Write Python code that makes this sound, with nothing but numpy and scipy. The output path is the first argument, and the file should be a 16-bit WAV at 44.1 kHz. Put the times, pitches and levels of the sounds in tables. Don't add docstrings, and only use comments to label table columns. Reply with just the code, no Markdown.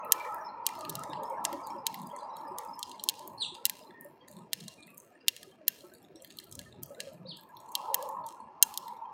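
import sys
import numpy as np
from scipy import signal
from scipy.fft import rfft, irfft, next_fast_len
from scipy.io import wavfile
from scipy.ndimage import uniform_filter1d, minimum_filter1d

SR = 44100
rng = np.random.default_rng(int(sys.argv[2]) if len(sys.argv) > 2 else 0)


def master(y):
    cut = np.clip(np.atleast_2d(y).T, -1, 1)
    pcm = np.round(cut * 32767)
    wavfile.write(sys.argv[1], SR, pcm.astype(np.int16))


N = 402633

# time in seconds, level in dB before rumble_gain_db.
RUMBLE_LEVEL = [(0.0, -63), (0.64, -61), (0.99, -53.5), (2.26, -62), (4.78, -62.5), (5.08, -67),
                (5.95, -61.5), (6.53, -63.5), (6.79, -58), (7.12, -60), (7.55, -64.5), (7.93, -63.5),
                (9.13, -65.5)]
# frequency in Hz, relative density in dB per Hz.
RUMBLE_SPECTRUM = [(20, -36), (45, -16), (100, -5), (180, -1), (370, -1), (480, -9.5), (720, -11),
                   (1100, -32.5), (2500, -53.5)]
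DRONE_SPECTRUM = [(300, -48), (440, -12.5), (535, -5), (580, -5.5), (630, -6.5), (700, -12.5), (850, -53)]
ROAR_SPECTRUM = [(600, -48), (770, -13.5), (860, -1.5), (950, 0), (1040, -4), (1130, -13), (1450, -57.5)]
WHINE_SPECTRUM = [(950, -37), (1130, 2.5), (1230, 6.5), (1340, 6), (1490, -11), (1700, -3.5), (2050, -9),
                  (2350, -6), (2650, -11.5), (4000, -39.5)]
SPRAY_SPECTRUM = [(1200, -22.5), (1600, -6), (2300, -2), (2800, -13), (4200, -2.5), (5400, -1.5),
                  (6500, -12.5), (9000, -24)]
DRIZZLE_SPECTRUM = [(700, -28.5), (1450, -6.5), (1700, -2.5), (2100, -2.5), (2450, 6), (2800, 1),
                    (3300, -0.5), (4200, 2), (6200, -2.5), (9500, -5.5), (12500, -12), (16000, -11)]
# nearest at in seconds, half length in seconds,
# then tyre roar, engine drone, tyre whine and spray in dB before the band gains.
CAR_PASSES = [(0.165, 0.76, -42, -44.5, -45, -66), (0.8, 0.16, -59.5, -51.5, -49.5, -59),
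              (1.154, 0.45, -72, -45.5, -51, -67), (1.477, 0.55, -39, -47.5, -54, -57.5),
              (2.25, 0.25, -41.5, -45.5, -57.5, -60), (2.541, 0.3, -44, -49, -54, -60.5),
              (3.184, 0.72, -51, -59, -78, -63.5), (4.395, 0.068, -57, -84.5, -75, -77),
              (7.003, 0.18, -86.5, -49, -75, -79), (8.001, 0.29, -37.5, -43.5, -55.5, -68),
              (8.907, 0.6, -46.5, -68, -61, -74.5)]
# roar, drone, whine and spray in dB before the band gains.
STEADY_ROAD_DB = (-78, -65.5, -76.5, -91.5)
FADE_EXPONENTS = (3.23, 6.8, 4.1, 0.77)
# start in seconds, pitch in Hz, level in dB before drip_gain_db.
RINGING_DRIPS = [(.26, 503, -46), (.41, 638, -49), (.78, 656, -48), (0.889, 400, -47), (1.09, 303, -47.5),
                 (1.17, 606, -44), (1.53, 561, -42), (1.748, 350, -50.5), (1.76, 560, -46.5),
                 (2.13, 577, -46), (2.22, 571, -49), (2.48, 555, -50.5), (2.511, 373.4, -47),
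                 (3.2, 603, -57), (3.519, 363, -53), (3.81, 613, -56), (3.89, 350, -55.5),
                 (4.05, 581, -49.5), (4.205, 3240, -62), (4.3, 595, -57), (5.471, 384, -54.5),
                 (5.61, 618, -56), (5.839, 357, -52), (5.85, 1320, -63), (6.1, 377, -56), (6.149, 328, -52),
                 (6.59, 1670, -59), (6.659, 1800, -59.5), (6.905, 563, -47), (6.981, 496, -51),
                 (6.993, 1673, -52.5), (7.07, 541, -46), (7.25, 527, -49.5), (7.385, 1644, -62),
                 (7.91, 547, -42), (7.99, 523, -45)]
# pitch in Hz, level in dB before scatter.
FAINT_DRIP_LEVEL = [(280, -65.5), (600, -65), (1000, -64), (1700, -64.5), (2100, -68)]
# middle in seconds, half-height length in seconds, pitch in Hz,
# level in dB before thump_gain_db.
LOW_THUMPS = [(.95, 0.12, 153, -53), (1.15, 0.13, 160, -57), (1.547, 0.071, 309, -48.5),
              (1.764, 0.072, 222, -61.5), (2.035, 0.1, 201, -50.5), (4.388, 0.096, 184, -55),
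              (4.639, 0.098, 180, -55), (6.61, 0.19, 110, -59.5), (6.795, 0.14, 139, -58.5),
              (7.25, 0.18, 167, -55.5)]
# start in seconds, length in seconds, pitch in Hz, sag in Hz, level in dB.
FAR_WHISTLES = [(3.935, 0.18, 1850, 45, -57), (4.202, 0.079, 4600, 60, -65), (4.27, 0.11, 4590, 110, -70),
                (4.655, 0.14, 2819, 49.5, -59), (4.773, 0.13, 2430, 40.2, -59),
                (4.873, 0.083, 2580, 60, -57)]
# time in seconds, pitch in Hz, level in dB before the voice gain.
CHIRP_POINTS = [
    [(3.375, 4100, -64), (3.383, 4250, -45), (3.391, 4400, -55), (3.399, 4400, -49), (3.405, 4300, -41),
     (3.411, 4150, -34), (3.416, 4050, -37), (3.422, 3900, -29), (3.435, 3350, -33), (3.441, 3050, -47),
     (3.449, 2720, -39), (3.456, 2600, -64)],
    [(7.255, 3800, -66), (7.264, 3850, -55), (7.272, 4300, -54), (7.281, 4750, -56), (7.293, 4400, -42),
     (7.303, 4100, -47), (7.318, 3400, -44), (7.328, 2950, -51), (7.334, 2700, -70)],
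]
# gain in dB, overtone in dB, upper voice in dB, rasp depth in rad.
CHIRP_VOICES = [(-.5, -15, -10, .4), (-.5, -23, -10, .2)]
# delay in seconds, level in dB.
WALL_ECHOES = [(.005, -8), (0.019, -11.5), (.037, -10)]
# frequency in Hz, t60 in seconds.
YARD_T60 = [(300, 0.54), (4000, 0.33), (9000, 0.42), (16000, 0.78)]
# frequency in Hz, t60 in seconds, level in dB over the direct sound.
HOUSING_MODES = [(980, .05, 1), (1670, .045, 5), (1800, .04, 1), (2035, .04, -2), (2780, .032, 8),
                 (3180, .028, 3), (4135, .02, -4), (5262, .026, 1), (5690, .022, -4), (6370, .03, 1),
                 (6700, .022, -5), (7495, .028, -7), (12720, .022, -4), (13720, .025, -5)]
# frequency in Hz, level in dB.
SHELL_SPECTRUM = [(100, -51), (500, -40.5), (750, -31.5), (950, -7), (1400, -21), (1750, -6), (2450, -6.5),
                  (3300, 0), (4100, 4), (5500, -3), (7800, 1.5), (10900, 0.5), (12700, 1.5), (15200, -1),
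                  (16500, -16)]
# start in seconds, level in dB over 5 ms,
# then added tilt in dB at 2, 3.5 and 13 kHz against 7 kHz.
BEAK_CRACKS = [(0.049, -47.5, 3.5, 4, 7.5), (0.1215, -12.5, -4, -6, 1.5), (0.134, -46.5, -12, -9, 2.5),
               (0.3448, -46, -11.5, 0, 6.5), (0.6656, -21.5, -13, -2, -1), (0.6897, -41, 15, -2, -7),
               (0.7527, -51, 8, 7, 1.5), (0.791, -53, 1, -9, 6), (0.8093, -43, 12, 0.5, -10),
               (0.8504, -40, 23, 11.5, -1), (0.8954, -34.5, -13, -4, 4), (.899, -36.5, -14, -4, 0.5),
               (0.902, -46, -6, -4, -5), (0.954, -34, -29, -0.5, 0.5), (0.994, -48.5, -1, -14, -7.5),
               (1.036, -40.5, 12, -5.5, -10), (1.098, -55, -10, -12, -4), (1.1333, -41.5, 20, 13, -11),
               (1.234, -48, 4, 3.5, 0), (1.2996, -51.5, -1, -13, -2.5), (1.4434, -44, -10, -18, 7.5),
               (1.4513, -24, 4.5, -5.5, -11), (1.529, -42, 17, 2, 1), (1.671, -45.5, -2, -2.5, -2),
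               (1.867, -23.5, -2.5, 2, -0.5), (1.943, -39, 19.5, 8, 9), (2.017, -50, -24, -6, -1),
               (2.071, -49.5, -13, -12, 0), (2.164, -47, 7, -15.5, -13), (2.3686, -46.5, 7.5, 2.5, 0),
               (2.585, -35.5, 0, -7, -0.5), (2.65, -55, -8, -13, 1), (2.7925, -42, -22, -4, -1),
               (2.829, -31.5, -28, 5.5, -10), (2.8952, -49, -2.5, -5, -10), (2.915, -44, -1, 6, -9),
               (2.9964, -41.5, -17, 11, -20), (3.0384, -32, -25, -5, 4), (3.0881, -20, -29.5, 4.5, -4.5),
               (3.096, -29, -4.5, 2, -3), (3.193, -48, -24, -2.5, -8), (3.2766, -42.5, -4, -10, 9.5),
               (3.545, -52.5, 1, -8, -19), (3.551, -44.5, 10.5, 8.5, -9.5), (3.654, -18.5, -8, 1, 2.5),
               (3.6641, -32, 1, -2, 4), (3.697, -28.5, 6.5, -0.5, 3.5), (3.836, -53.5, -7, 20, -10),
               (3.907, -48.5, 17, 8, -18), (4.0104, -45.5, -15, -10, 9.5), (4.047, -50.5, -4, -20, 6),
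               (4.28, -51.5, 17.5, 4, -13), (4.3137, -52.5, -17, -24, -1), (4.3675, -50, 9.5, 4, -6),
               (4.5323, -25, 4, 4.5, -1), (4.607, -48, -4, 2, -18.5), (4.681, -39, -1, 1, -11),
               (4.833, -50.5, -1, 7.5, -21), (4.878, -54.5, 21.5, 6.5, -10), (4.9791, -45, -15.5, -12.5, 7),
               (5.0012, -50, -19, -21.5, -9.5), (5.2826, -16.5, 1, 7, -1.5), (5.3648, -44, 6.5, 1.5, -5.5),
               (5.4307, -45, 8, 1, -4), (5.6807, -17.5, 0, -1, 8.5), (5.513, -56, -5, 2, -9),
               (5.807, -51.5, -4, 7, -13), (5.9, -55, 6, 3, -22), (5.938, -50, 2, 0, -3),
               (6.02, -54.5, -3, 2, -23), (6.048, -54.5, 15, 10, -14), (6.1585, -51, -24, 2.5, -10),
               (6.2224, -49, -20, -23, -6), (6.2469, -45.5, 13, 7.5, 7), (6.305, -54, 3, 6, -5.5),
               (6.371, -48.5, -10, 1.5, 0), (6.3872, -38, -19, 10.5, 0), (6.4, -48, 9.5, -11, -4),
               (6.4417, -51.5, -9.5, -15, 5), (6.5138, -49.5, -13.5, -11.5, -5),
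               (6.5252, -43.5, -18, -5.5, -6), (6.531, -78, -23.5, -6, -13), (6.5531, -43, -16.5, -8.5, -7),
               (6.592, -39, -7, 1.5, -6), (6.615, -52, 12, -5, -6), (6.726, -51, 11, 6.5, -17),
               (6.828, -51, -5, -0.5, 12.5), (6.8331, -36.5, -22.5, -7, 6.5), (6.86, -52, -13.5, -10, 23),
               (6.948, -51, 11.5, 5, -14), (7.0039, -33, 8, 2.5, -10), (7.371, -47, -13, 7, -2.5),
               (7.41, -54, 4, 6, 12.5), (7.436, -58, -6, -6, 13), (7.569, -48.5, -31, 13.5, 8),
               (7.72, -50, -9, -21, 0), (7.7528, -24.5, -8, 8.5, 0.5), (7.9441, -20, -3.5, -4, 5),
               (8.0263, -42, -19, -3, -1), (8.0897, -47, -4.5, -4, 1), (8.2652, -45.5, -15.5, -2, 0),
               (8.288, -46, -8, -5, -10.5), (8.6259, -7.5, -13, -8, -1.5), (8.7402, -43, -9.5, -0.5, -2),
               (8.7753, -29, -50, 0, 1), (8.8809, -47, 14, 9, 5.5)]
# start in seconds, end in seconds, tick level in dB before scatter.
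HUSKING_SPELLS = [(0.709, 1.4, -61.5), (1.956, 2.207, -57), (2.402, 2.75, -57.5), (2.874, 3.3, -59.5),
                  (3.7, 4.1, -58), (4.257, 4.38, -55), (4.595, 5.034, -55.5), (5.781, 6.33, -57.5),
                  (6.387, 6.53, -55.5), (6.597, 7.15, -61), (7.389, 7.74, -54.5), (8.05, 8.398, -57.5),
                  (8.701, 8.94, -64.5)]

UPPER_RATIO = 1.08
TOP_HZ = 16500


def amp(db):
    return 10 ** (np.asarray(db) / 20)


def unit(x):
    return x / np.sqrt(np.mean(x ** 2) + 1e-20)


def along(points, hz):
    f, v = np.transpose(points)
    return np.interp(np.log(hz + 1), np.log(f + 1), v)


def filtered(x, response):
    m = next_fast_len(len(x) + 8192)
    return irfft(rfft(x, m) * response(np.fft.rfftfreq(m, 1 / SR)), m)[:len(x)]


def add(track, start_s, sound):
    start = max(round(start_s * SR), 0)
    track[start:start + len(sound)] += sound[:max(N - start, 0)]


def rush(spectrum, patchy_db, size=2048):
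    z = signal.stft(rng.standard_normal(N), nperseg=size)[2]
    field = uniform_filter1d(rng.standard_normal(z.shape), size=5, axis=0)
    field = uniform_filter1d(field, size=3, axis=1)
    noise = signal.istft(z * amp(patchy_db * unit(field)), nperseg=size)[1][:N]
    return unit(filtered(noise, lambda hz: amp(along(spectrum, hz))))


def minimum_phase(gain):
    cepstrum = irfft(np.log(np.maximum(gain, 1e-6)))
    half = len(cepstrum) // 2
    fold = np.r_[1, np.full(half - 1, 2), 1, np.zeros(half - 1)]
    return np.exp(rfft(cepstrum * fold))


def housing(hz):
    response = 1
    for mode_hz, t60_s, db in HOUSING_MODES:
        width_hz = np.log(1000) / np.pi / t60_s
        resonance = 1j * hz * width_hz / (mode_hz ** 2 - hz ** 2 + 1j * hz * width_hz)
        response = response + amp(db) * resonance
    return response


def yard(x, delay_s, size=256):
    hz, t, z = signal.stft(rng.standard_normal(SR // 2), SR, nperseg=size)
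    decay = amp(-60 * t / along(YARD_T60, hz)[:, None])
    tail = signal.istft(z * decay, SR, nperseg=size)[1]
    delayed = np.pad(x, (int(delay_s * SR), 0))
    return signal.fftconvolve(delayed, tail / np.linalg.norm(tail))[:N]


def traffic(rumble_gain_db=2, drone_gain_db=-2, spray_gain_db=-3, whine_gain_db=1):
    t = np.arange(N) / SR
    power = amp(STEADY_ROAD_DB)[:, None] ** 2
    exponents = np.array(FADE_EXPONENTS)[:, None]
    for nearest_s, half_length_s, *band_db in CAR_PASSES:
        nearness = 1 / (1 + ((t - nearest_s) / half_length_s) ** 2)
        power = power + amp(band_db)[:, None] ** 2 * nearness ** exponents
    roar, drone, whine, spray = np.sqrt(power)
    rumble_db = np.interp(t, *np.transpose(RUMBLE_LEVEL))
    spray_noise = unit(filtered(rush(SPRAY_SPECTRUM, patchy_db=6, size=1024), housing))
    return (amp(drone_gain_db) * drone * rush(DRONE_SPECTRUM, patchy_db=6)
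            + roar * rush(ROAR_SPECTRUM, patchy_db=3)
            + amp(whine_gain_db) * whine * rush(WHINE_SPECTRUM, patchy_db=6)
            + amp(spray_gain_db) * spray * spray_noise
            + amp(rumble_db + rumble_gain_db) * rush(RUMBLE_SPECTRUM, patchy_db=4.5))


def drizzle(hiss_db=-59, grain_db=2, grain_s=0.004):
    flicker = uniform_filter1d(rng.standard_normal(N), size=max(int(grain_s * SR), 1))
    grains = amp(grain_db * unit(flicker))
    return amp(hiss_db) * unit(filtered(grains * rush(DRIZZLE_SPECTRUM, patchy_db=2.5), housing))


def patter(patter_db=-65, drops_per_s=90, spread_db=5):
    place, draw = rng.random((2, int(drops_per_s * N / SR)))
    strength = -spread_db * np.log(0.03 + draw)
    drops = np.bincount((place * N).astype(int), amp(strength), N)
    return amp(patter_db) * unit(filtered(drops, lambda hz: amp(along(DRIZZLE_SPECTRUM, hz)) * housing(hz)))


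def plink(pitch_hz, db, t60_s=0.13, swell_s=0.0026, waver_rad=0.29):
    t = np.arange(SR // 4) / SR
    drift = np.interp(t, np.linspace(0, t[-1], num=26), rng.standard_normal(26))
    envelope = amp(db - 60 * t / t60_s) * (1 - np.exp(-t / swell_s))
    return 2 * envelope * np.sin(2 * np.pi * pitch_hz * t + waver_rad * drift)


def drips(drip_gain_db=3, faint_per_s=23, low_hz=280, high_hz=2100):
    out = np.zeros(N)
    for start_s, pitch_hz, db in RINGING_DRIPS:
        add(out, start_s, plink(pitch_hz, db + drip_gain_db))
    for place, height, strength in rng.random((int(faint_per_s * N / SR), 3)):
        pitch_hz = low_hz * (high_hz / low_hz) ** height
        db = along(FAINT_DRIP_LEVEL, pitch_hz) + 10 * (strength - 0.5)
        add(out, place * N / SR, plink(pitch_hz, db))
    return out


def thumps(width_hz=45, thump_gain_db=1):
    out = np.zeros(N)
    for middle_s, length_s, pitch_hz, db in LOW_THUMPS:
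        swell = np.hanning(int(2 * length_s * SR))
        noise = rng.standard_normal(len(swell))
        boom = filtered(noise, lambda hz: 1 / (1 + ((hz - pitch_hz) / width_hz) ** 4))
        add(out, middle_s - len(swell) / SR / 2, amp(db + thump_gain_db) * unit(boom * swell))
    return out


def whistles(attack_s=0.012, release_s=0.075, waver_rad=0.77, waver_hz=40):
    out = np.zeros(N)
    for start_s, length_s, pitch_hz, sag_hz, db in FAR_WHISTLES:
        t = np.arange(int(length_s * SR)) / SR
        envelope = np.minimum(t / attack_s, 1) * np.minimum((length_s - t) / release_s, 1)
        drift = unit(filtered(rng.standard_normal(len(t)), lambda hz: 1 / (1 + (hz / waver_hz) ** 4)))
        glide_hz = pitch_hz - sag_hz * t / length_s
        phase = 2 * np.pi * np.cumsum(glide_hz) / SR + waver_rad * drift
        add(out, start_s, np.sqrt(2) * amp(db) * envelope * np.sin(phase))
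    return out


def chirps(rasp_hz=800):
    song = np.zeros(N)
    for points, (gain_db, overtone_db, upper_db, rasp_rad) in zip(CHIRP_POINTS, CHIRP_VOICES):
        s, pitch_hz, level_db = np.transpose(points)
        t = np.arange(s[0], s[-1], 1 / SR)
        flutter = unit(filtered(rng.standard_normal(len(t)), lambda hz: 1 / (1 + (hz / rasp_hz) ** 8)))
        loudness = amp(gain_db + np.interp(t, s, level_db))
        glide_hz = np.interp(t, s, pitch_hz)
        height = (glide_hz - pitch_hz.min()) / np.ptp(pitch_hz)
        rasp = rasp_rad * height * np.sqrt(loudness / loudness.max())
        phase = 2 * np.pi * np.cumsum(glide_hz) / SR + rasp * flutter
        upper = amp(upper_db) * height * np.sin(UPPER_RATIO * phase)
        overtone = amp(overtone_db) * np.sin(2 * UPPER_RATIO * phase)
        note = np.sqrt(2) * loudness * (np.sin(phase) + upper + overtone)
        add(song, s[0], note)
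        for delay_s, wall_db in WALL_ECHOES:
            add(song, s[0] + delay_s, amp(wall_db) * note)
    return song


def crack(db, knock_db, body_db, edge_db, snap_t60_s=0.0011, ring_t60_s=0.016, ring_db=-20, rise_s=0.00023):
    t = np.arange(2 * (SR // 40)) / SR
    hz = np.fft.rfftfreq(len(t), 1 / SR)
    decay = amp(-60 * t / snap_t60_s) + amp(ring_db - 60 * t / ring_t60_s)
    envelope = (1 - np.exp(-t / rise_s)) * decay
    burst = rfft(envelope * rng.standard_normal(len(t)))
    even = 1 / np.sqrt(uniform_filter1d(abs(burst) ** 2, size=75))
    tilt = [(1100, -6), (1800, knock_db), (2000, knock_db), (3000, body_db), (4500, body_db),
            (5800, 0), (9300, 0), (11800, edge_db)]
    colour = minimum_phase(even * amp(along(SHELL_SPECTRUM, hz) + along(tilt, hz))) * housing(hz)
    snap = unit(irfft(burst * colour, len(t)))
    return amp(db) * snap / np.sqrt(10)


def finch(ticks_per_s=28, scatter_db=11, knock_db=-3, body_db=2, edge_db=-7, colour_scatter_db=14):
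    beak = np.zeros(N)
    for start_s, db, *tilt_db in BEAK_CRACKS:
        add(beak, start_s, crack(db, *tilt_db))
    for spell_start_s, spell_end_s, db in HUSKING_SPELLS:
        for slot_s in np.arange(spell_start_s, spell_end_s, 1 / ticks_per_s):
            tick_s = slot_s + rng.random() / ticks_per_s
            strength, body, edge = rng.random(3) - 0.5
            tick = crack(db + scatter_db * strength, knock_db,
                         body_db + colour_scatter_db * body, edge_db + colour_scatter_db * edge)
            add(beak, tick_s, tick)
    return beak


def scene():
    background = traffic() + drizzle() + patter() + drips() + thumps() + whistles()
    song, beak = chirps(), finch()
    echoes = amp(-4.5) * yard(song, delay_s=0.017) + amp(-35.5) * yard(beak, delay_s=0.019)
    return background + song + beak + echoes


def suppressor(x, release_db_per_s=200, knee_db=4, size=512, count=36):
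    overlap = size * 3 // 4
    hz, t, z = signal.stft(x, SR, nperseg=size, noverlap=overlap)
    power = abs(z) ** 2
    centres_s = np.linspace(0, t[-1], count)
    usual = np.transpose([np.median(power[:, abs(t - s) < 0.5], axis=1) for s in centres_s])
    usual = usual[:, np.rint(t / t[-1] * (count - 1)).astype(int)]
    ratio = power / (usual / np.log(2) + 1e-20)
    ratio = uniform_filter1d(uniform_filter1d(ratio, size=5, axis=0), size=5, axis=1)
    excess_db = 10 * np.log10(np.maximum(ratio - 2.9, 1e-6))
    ramp_db = release_db_per_s * t
    held_db = np.maximum.accumulate(excess_db + ramp_db, axis=1) - ramp_db
    gain = 1 / np.sqrt(1 + amp(knee_db - held_db) ** 2)
    floor_db = [(1350, 0), (1550, -7), (2300, -12), (3400, -22), (5500, -23), (8000, -30)]
    deepest = amp(along(floor_db, hz))
    return signal.istft(z * np.maximum(gain, deepest[:, None]), SR, nperseg=size, noverlap=overlap)[1][:N]


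def record(dry, size=12, bass_hz=52):
    quiet = suppressor(dry)
    limit = minimum_filter1d(1 / np.maximum(abs(quiet), 1), size=size)
    gain = uniform_filter1d(limit, size=size)
    return filtered(quiet * gain, lambda hz: hz ** 2 / (hz ** 2 + bass_hz ** 2) / (1 + (hz / TOP_HZ) ** 80))


dry = scene()
out = record(dry)
master(out)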